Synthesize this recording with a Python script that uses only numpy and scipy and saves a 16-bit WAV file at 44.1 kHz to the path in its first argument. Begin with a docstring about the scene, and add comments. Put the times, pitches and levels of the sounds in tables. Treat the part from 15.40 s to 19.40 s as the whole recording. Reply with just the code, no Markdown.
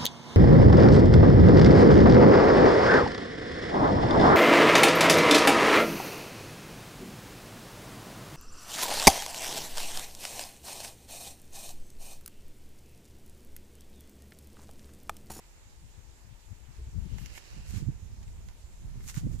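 """A wet sleeve hisses over a large window pane outdoors, a step or two away, in a light buffeting wind.
The hiss is the applicator's dense friction on the glass, with a brief squeak as the stroke turns.
Cloth fibres catch in short scuffs, the tool ticks and knocks, and one soft bump makes the pane boom.
Wind rumbles and flutters on the two microphone ports in turn, over soft outdoor hiss and far traffic."""
import sys
import numpy as np
from scipy import signal
from scipy.fft import rfft, irfft
from scipy.io import wavfile
from scipy.ndimage import uniform_filter1d

SR = 44100
rng = np.random.default_rng(int(sys.argv[2]) if len(sys.argv) > 2 else 0)


def persist_wave(psi):
    """Save psi, clipped to +-1, as 16-bit WAV."""
    counts = np.round(np.clip(psi, -1, 1) * 32767).astype(np.int16)
    wavfile.write(sys.argv[1], SR, np.atleast_2d(counts).T)


N = 176400

# The ringing body of the tool. 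Each row: pitch in Hz, relative level in dB, t60 in seconds.
TOOL_MODES = [(636, -24, 0.021), (1035, 3, 0.011), (1810, -4, 0.034), (2110, 9.5, 0.012),
              (2310, -12, 0.046), (2460, 2, 0.0054), (3070, 1, 0.011)]


def sleeve():
    """The wet sleeve hisses in dense tiny slips on the glass, with a thin singing band that sags."""
    # The strokes. Each row: time in seconds, hiss level in dB.
    strokes = [(0, -64.5), (1.25, -71.5), (1.36, -62), (1.45, -70), (1.7, -61.5), (1.83, -55),
               (2.02, -55.5), (2.11, -53.5), (2.23, -59), (2.36, -53), (2.47, -64.5), (2.6, -70),
               (3.3, -71.5), (3.6, -65), (4, -73)]
    # The tone of wet sleeve on glass. Each row: frequency in Hz, relative level in dB.
    wet_tone = [(150, -15), (400, 0), (800, -4.5), (1200, -4.5), (1800, -1.5), (2600, -1), (3000, -4),
                (3300, -7), (3900, -3.5), (4400, -2), (5200, -2.5), (6200, -5.5), (7200, -12), (9000, -13),
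                (15000, -21)]
    # The swell of the singing band. Each row: time in seconds, level in dB.
    singing = [(1.5, -92), (1.68, -70), (1.8, -60), (1.92, -63.5), (2.05, -68), (2.2, -63), (2.33, -64),
               (2.45, -82)]
    slips = grains(per_s=7100, spread_db=2.5)
    hiss = unit(colour(slips, wet_tone)) * amp(curve(strokes))
    start_hz, sag_hz_per_s = 3025, 420
    hz = start_hz - sag_hz_per_s * (clock() - singing[0][0])
    sing = unit(resonate(rng.standard_normal((2, N)), hz, width_hz=490)) * amp(curve(singing))
    return (hiss + sing) * pan(-5)


def squeaks():
    """As the stroke turns, the sleeve sticks and slips on the glass, sounding a few narrow resonances."""
    # Each row: peak time, rise and fall in seconds, level in dB, left over right in dB.
    catches = [(1.958, 0.017, 0.021, -56, -19.5), (1.982, 0.0038, .002, -49, -18)]
    # The squeak's resonances. 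Each row: centre in Hz, width in Hz, relative level in dB.
    resonances = [(950, 200, -15), (2080, 220, 4), (2240, 220, 5), (2570, 400, 5), (3580, 580, -6)]
    slips = rng.standard_normal((2, N))
    tone = sum(amp(db) * unit(resonate(slips, hz, width)) for hz, width, db in resonances)
    effort = sum(swell(peak, rise, fall) * amp(db) * pan(pan_db)
                 for peak, rise, fall, db, pan_db in catches)
    return steadied(tone, size=200) * effort


def scuffs():
    """Cloth fibres catch and let go in short, bright bursts."""
    # Each row: peak time, rise and fall in seconds, level in dB, treble tilt in dB per octave,
    # left over right in dB.
    brushes = [(1.805, 0.03, 0.057, -56.5, 9, 4), (1.972, 0.039, 0.019, -50, 1, 3),
               (2.298, 0.035, 0.026, -52.5, 0.5, -2), (2.372, 0.044, 0.039, -48.5, -2, -1),
               (3.092, 0.0057, 0.032, -62, -8, -11), (3.645, .025, 0.024, -57, 5, 0),
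               (3.695, 0.024, 0.024, -42, -0.5, 0), (3.752, 0.013, 0.0072, -51, 10, -1),
               (3.775, 0.023, 0.03, -44.5, -2, -4), (3.935, 0.024, 0.027, -56.5, -1.5, -3),
               (3.992, 0.013, .02, -58, 3, -4)]
    # The tone of the cloth. Each row: frequency in Hz, relative level in dB.
    cloth_tone = [(200, -39), (700, -7), (1100, -6), (1700, -0.5), (2600, -1.5), (4300, 0.5), (5500, 2),
                  (6400, 3), (7400, 1), (9500, 1), (11200, -2), (12100, 0), (13500, -0.5), (14700, -1),
                  (15500, -13)]
    slips = steadied(grains(per_s=3600, spread_db=2), size=500)
    out = np.zeros((2, N))
    for peak, rise, fall, db, tilt_db, pan_db in brushes:
        rustle = unit(colour(slips, tilted(cloth_tone, tilt_db)))
        out += rustle * swell(peak, rise, fall) * amp(db) * pan(pan_db)
    return out


def ticks():
    """Ticks of the tool and snaps of cloth: brief cracks that set the tool ringing."""
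    # Each row: start in seconds, level in dB, decay in seconds, ring relative to the crack in dB,
    # treble tilt in dB per octave, left over right in dB.
    snaps = [(1.784, -44, .001, -25, 11, 16), (1.7838, -44, 0.0016, 0, -4, -12.5),
             (1.860, -34.5, 0.0017, -7, 8, -3), (1.977, -51, 0.0016, -13, 4, -8),
             (1.9813, -39.5, .0018, -21, 9, -1), (2.308, -38, 0.0011, -19, 13, 1),
             (2.357, -47, .0015, -14, 14, -2), (2.829, -52, 0.0068, -14, 5, -5),
             (2.880, -56, 0.0024, 0, 2, -6), (3.0869, -41.5, 0.001, -28, 2, -6),
             (3.607, -51, 0.0021, -3, -6, 1), (3.641, -47.5, 0.0017, -8, 2, -3),
             (3.6782, -33.5, 0.0017, -23, 12, -5), (3.6857, -40, 0.0013, -25, 8.5, -21),
             (3.698, -37.5, 0.0028, -13, 7.5, -13), (3.7427, -39, 0.0023, -10, 3, -1),
             (3.7485, -42, .002, -11, 16, -3), (3.766, -39, 0.0014, -13, -2.5, 6),
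             (3.936, -60, .0015, -1, 1, -3)]
    # The tone of a crack. Each row: frequency in Hz, relative level in dB.
    crack_tone = [(200, -37), (900, 3.5), (1300, 7), (1800, 8.5), (2700, 4), (4500, -3.5), (6400, 0.5),
                  (9000, -20), (15000, -16)]
    crack, drive = np.zeros((2, 2, N))
    crack_noise, drive_noise = rng.standard_normal((2, 2, N))
    t = np.arange(2048) / SR
    hz = np.fft.rfftfreq(len(t), 1 / SR)
    for start, db, decay, ring_db, tilt_db, pan_db in snaps:
        span = slice(round(start * SR), round(start * SR) + len(t))
        blow = np.exp(-t / decay) * amp(db) * pan(pan_db)
        grit = irfft(rfft(crack_noise[:, span]) * amp(read(tilted(crack_tone, tilt_db), hz)))
        crack[:, span] += blow * steadied(grit, size=40)
        drive[:, span] += blow * amp(ring_db) * drive_noise[:, span]
    return crack + tool_ring(drive)


def tool_ring(drive):
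    """The body of the tool answers a blow with short resonances."""
    t = np.arange(3000) / SR
    ring = sum(amp(db - 60 * t / t60) * np.sin(2 * np.pi * hz * t) for hz, db, t60 in TOOL_MODES)
    return signal.oaconvolve(drive, ring[None] / np.linalg.norm(ring))[:, :N]


def knocks():
    """A hard contact rings all the tool's modes at once, as a scrape ends and as it changes hands."""
    # Each row: start in seconds, level in dB, tilt about 2 kHz in dB per octave, left over right in dB.
    contacts = [(1.9782, -48.5, 0, -15.5), (3.0866, -71, -18, -3)]
    out = np.zeros((2, N))
    for start, db, tilt_db, pan_db in contacts:
        t = np.maximum(clock() - start, 0)
        for hz, mode_db, t60 in TOOL_MODES:
            struck_db = db + mode_db + tilt_db * np.log2(hz / 2000)
            out += pan(pan_db) * amp(struck_db - 60 * t / t60) * np.sin(2 * np.pi * hz * t)
    return out


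def pane(rise_s=0.0043):
    """A soft bump makes the whole sheet of glass boom, alike at both ports."""
    # The tool meets the pane at the top of a stroke. Each row: start in seconds, level in dB.
    bumps = [(1.383, -34.5)]
    # The modes of the pane. Each row: pitch in Hz, relative level in dB, t60 in seconds.
    glass_modes = [(45.6, -3.5, 0.66), (65.25, 0.5, 1), (119, -13, 0.16), (334, -21.5, 0.33),
                   (434, -18, 0.14), (507, -34, 0.072)]
    out = np.zeros(N)
    for start, db in bumps:
        t = np.maximum(clock() - start, 0)
        boom = sum(amp(level - 60 * t / t60) * np.sin(2 * np.pi * hz * t)
                   for hz, level, t60 in glass_modes)
        out += amp(db) * (1 - np.exp(-t / rise_s)) * boom
    return out


def wall(x, level_db=-11, t60_s=0.03):
    """The house wall and the ground throw back a short scatter of echoes."""
    t = np.arange(SR // 4) / SR
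    arrivals = (rng.random((2, len(t))) < 0.1) * (t > 0.003)
    echoes = rng.standard_normal((2, len(t))) * arrivals * amp(-60 * t / t60_s)
    return amp(level_db) * signal.oaconvolve(x, echoes / np.linalg.norm(echoes[0]), axes=1)[:, :N]


def wind():
    """Each microphone port rumbles on its own in uneven puffs, and brighter as the wind rises."""
    # The wind at each port. Each row: time in seconds, strength in dB.
    left_wind = [(0.0, -57), (0.36, -51), (0.45, -48.5), (0.53, -49.5), (0.6, -48), (0.79, -55),
                 (0.86, -46), (1.04, -48.5), (1.12, -45), (1.36, -46.5), (1.52, -42), (1.58, -33.5),
                 (1.67, -38.5), (1.71, -35.5), (1.75, -37), (1.85, -37), (1.93, -52), (2.02, -57.5),
                 (2.2, -41.5), (2.34, -44.5), (2.5, -43), (2.6, -48), (2.76, -45), (2.89, -44.5),
                 (3.08, -45), (3.24, -50), (3.47, -39.5), (3.72, -44), (3.84, -36.5), (3.96, -40.5),
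                 (4.0, -43)]
    right_wind = [(0, -66), (.1, -52), (1.32, -59.5), (1.6, -46), (1.84, -51), (1.93, -40.5), (2.02, -52),
                  (2.2, -38), (2.26, -43), (2.33, -33), (2.41, -35.5), (2.52, -35), (2.6, -42), (2.74, -38),
                  (2.81, -43.5), (2.94, -40), (3.04, -44), (3.11, -41.5), (3.18, -52.5), (3.39, -44.5),
                  (3.46, -38.5), (3.6, -37), (3.66, -41), (3.74, -44), (3.8, -36.5), (3.94, -31.5),
                  (4, -38)]
    # The tones of slow rumble and faster turbulence. Each row: frequency in Hz, relative level in dB.
    rumble_tone = [(10, -1.5), (22, -5.5), (40, 6), (65, 0), (95, -4.5), (140, -18.5), (250, -55),
                   (600, -95)]
    turbulence_tone = [(50, -14.5), (110, 2.5), (165, 2), (230, -7.5), (290, -17), (380, -19), (600, -34),
                       (1500, -47)]
    gust_db, breeze_db, growth = 2, -40.5, 1.92
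    wind_db = np.array([curve(port) + gust_db * wander(hz=20.4) for port in (left_wind, right_wind)])
    turbulence_db = -51.5 + growth * (wind_db - breeze_db)
    slow, fast = rng.standard_normal((2, 2, N))
    rumble = steadied(colour(slow, rumble_tone), size=2600) * amp(wind_db + 0.5)
    turbulence = steadied(colour(fast, turbulence_tone), size=2000) * amp(turbulence_db)
    return rumble + turbulence


def eddies(overtone_db=-15):
    """Passing eddies shake a port for a few uneven, lopsided cycles."""
    # Each row: centre and length in seconds, level in dB, flutter in Hz, side from 0 left to 1 right.
    puffs = [(0.449, .07, -46.5, 114.8, .05), (0.589, 0.044, -40.5, 104.6, 0.05),
             (0.691, 0.034, -43, 71.5, .05), (0.869, 0.041, -45.5, 86, 0.055), (.925, .05, -45, 94.7, .05),
             (1.12, 0.044, -35.5, 97, 0.036), (1.296, 0.04, -42, 138, 0.045),
             (1.478, 0.052, -37.5, 101.6, 0.091), (1.56, 0.023, -36, 146, .03),
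             (1.579, 0.088, -28.5, 71.7, .05), (1.598, .03, -38.5, 164, .04),
             (1.637, .08, -30.5, 69.9, .05), (1.663, .035, -35.5, 182, 0.036),
             (1.737, 0.027, -24.5, 94.7, .03), (1.83, 0.11, -41.5, 126, 0.14),
             (2.174, 0.026, -39, 200, 0.99), (2.303, 0.041, -28.5, 60, 0.98),
             (2.342, 0.023, -29.5, 141, .97), (2.372, 0.049, -25, 111.5, 0.98),
             (2.405, .025, -40.5, 169, 0.8), (2.431, 0.032, -25.5, 138.4, 1),
             (2.485, 0.051, -20, 126, 0.94), (2.505, .05, -35.5, 51.5, .1),
             (2.633, 0.041, -33.5, 98.7, 0.91), (2.723, 0.062, -43, 94.8, .9),
             (3.25, 0.032, -34, 57.6, 0.95), (3.454, 0.041, -41, 103, 0.92),
             (3.582, .05, -40.5, 107.3, 0.75), (3.633, 0.046, -39.5, 60, 0.044),
             (3.778, 0.0215, -20, 135, 1), (3.856, .06, -23.5, 151.6, 1), (3.898, 0.035, -31.5, 131, 1),
             (3.952, 0.058, -28.5, 100, 1)]
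    waver = np.exp(0.2 * wander(hz=127))
    out = np.zeros((2, N))
    for centre, length, db, hz, side in puffs:
        passage = (clock() - centre) / length
        on = abs(passage) < 0.5
        phase = 2 * np.pi * (np.cumsum(hz * waver[on]) / SR + rng.random())
        flutter = np.cos(phase) + amp(overtone_db) * np.cos(2 * phase)
        envelope = np.sqrt(2) * amp(db) * np.cos(np.pi * passage[on]) ** 1.62
        ports = np.array([[np.cos(side * np.pi / 2)], [np.sin(side * np.pi / 2)]])
        out[:, on] += ports * envelope * flutter
    return out


def air(level_db=-58, coder_mottle_db=1.45):
    """Soft, steady outdoor hiss; a faint digital-compression mottle lies over it."""
    # The tone of the hiss. Each row: frequency in Hz, relative level in dB.
    air_tone = [(20, 13.8), (120, 11.96), (200, 7), (280, 3.7), (400, 4.3), (620, 1), (850, 2), (1150, -1),
                (2500, -1.5), (4500, -3), (7000, -3), (9500, -6), (15000, -9)]
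    # How alike left and right are. Each row: frequency in Hz, likeness from 0 to 1.
    likeness = [(100, 0.39), (300, 1), (800, 0.13), (1400, 0.011), (15000, 0.016)]
    hz = np.fft.rfftfreq(1024, 1 / SR)
    noise = rng.standard_normal((5, N // 256 + 5, len(hz)))
    left, apart = noise[0] + 1j * noise[1], noise[2] + 1j * noise[3]
    same = read(likeness, hz)
    right = same * left + np.sqrt(1 - same ** 2) * apart
    slow_noise = uniform_filter1d(noise[4], size=12, axis=0)
    coder_mottle = unit(uniform_filter1d(slow_noise, size=40, axis=1))
    spectra = np.array([left, right]) * amp(read(air_tone, hz) + coder_mottle_db * coder_mottle)
    hiss = signal.istft(spectra.transpose(0, 2, 1), nperseg=1024, noverlap=768)[1][:, :N]
    return unit(hiss) * amp(level_db) * pan(-2)


def traffic(spread=0.86, fade_db_per_s=0.5):
    """Far tyres and engines blur into two soft bands of noise that slowly fade."""
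    # Each row: centre in Hz, width in Hz, opening level in dB.
    bands = [(339, 46, -77.5), (896, 194, -74)]
    roar = rng.standard_normal(N) + spread * rng.standard_normal((2, N))
    drone = sum(amp(db) * unit(resonate(roar, hz, width)) for hz, width, db in bands)
    return drone * amp(-fade_db_per_s * clock())


def grains(per_s, spread_db):
    """Tiny slips of uneven size, scattered differently on their way to each port."""
    slips = (rng.random(N) < per_s / SR) * amp(spread_db * np.minimum(rng.exponential(1, N), 4))
    envelope = np.sqrt(abs(uniform_filter1d(slips ** 2, size=12)))
    return unit(envelope * rng.standard_normal((2, N)))


def swell(peak, rise, fall):
    """Envelope of one brush: quick growth to a peak, then a fall."""
    t = clock() - peak
    return np.exp(-np.minimum(abs(t / np.where(t < 0, rise, fall)), 20) ** 1.64)


def resonate(x, hz, width_hz):
    """A resonance of gain one whose pitch can glide."""
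    turn = np.exp(2j * np.pi * np.cumsum(hz * np.ones(N)) / SR)
    pole = np.exp(-np.pi * width_hz / SR)
    return 2 * (turn * signal.lfilter([(1 - pole) ** 2], [1, -2 * pole, pole ** 2], x / turn)).real


def wander(hz):
    """Smooth random motion that rolls off above hz."""
    rolloff = np.exp(-(np.fft.rfftfreq(N, 1 / SR) / hz) ** 2)
    return unit(irfft(rfft(rng.standard_normal(N)) * rolloff, N))


def steadied(x, size):
    """Evens out a noise's swings slower than about size samples."""
    return x / np.sqrt(uniform_filter1d(uniform_filter1d(x ** 2, size), size) + 1e-12)


def colour(x, points):
    """Equalises by (Hz, dB) points."""
    return irfft(rfft(x) * amp(read(points, np.fft.rfftfreq(N, 1 / SR))), N)


def tilted(points, db_per_octave):
    """A spectrum made brighter or duller."""
    return [(hz, level + db_per_octave * np.log2(hz)) for hz, level in points]


def read(points, hz):
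    """Straight lines through (Hz, value) points on a log axis."""
    point_hz, value = np.transpose(points)
    return np.interp(np.log(hz + 1), np.log(point_hz + 1), value)


def curve(points):
    """Straight lines through (seconds, value) points."""
    return np.interp(clock(), *np.transpose(points))


def clock():
    """Time of every sample in seconds."""
    return np.arange(N) / SR


def pan(db):
    """Left and right gains, with the left louder by db."""
    return amp(np.array([[db], [-db]]) / 2)


def amp(db):
    """Decibels to gain."""
    return 10 ** (np.asarray(db) / 20)


def unit(x):
    """Scales to an rms of one."""
    return x / np.sqrt(np.mean(x ** 2) + 1e-20)


def scene():
    """The work at the window, its scatter, the wind and the open air."""
    work = sleeve() + squeaks() + scuffs() + ticks() + knocks()
    return work + wall(work) + wind() + eddies() + pane() + traffic() + air()


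def record(dry, edge_hz=15500):
    """Each microphone port colours the treble, and a steep low-pass takes off the very top."""
    # The tone of each port. Each row: frequency in Hz, gain in dB.
    left_port = [(500, -1), (3700, -3), (4400, -5.5), (6200, -6.5), (7800, 1.5), (8500, -1.5), (9400, -5),
                 (12000, -3.5), (15000, -8.5)]
    right_port = [(500, -2), (3300, -3.5), (4400, -3), (6000, -1.5), (7100, 4), (7800, -0.5), (8600, -5),
                  (10500, -4), (12300, -6), (15000, -8.5)]
    heard = np.array([colour(dry[0], left_port), colour(dry[1], right_port)])
    lowpass = signal.firwin(511, edge_hz, window=("kaiser", 9), fs=SR)
    return signal.oaconvolve(heard, lowpass[None], "same")


dry = scene()
out = record(dry)
persist_wave(out)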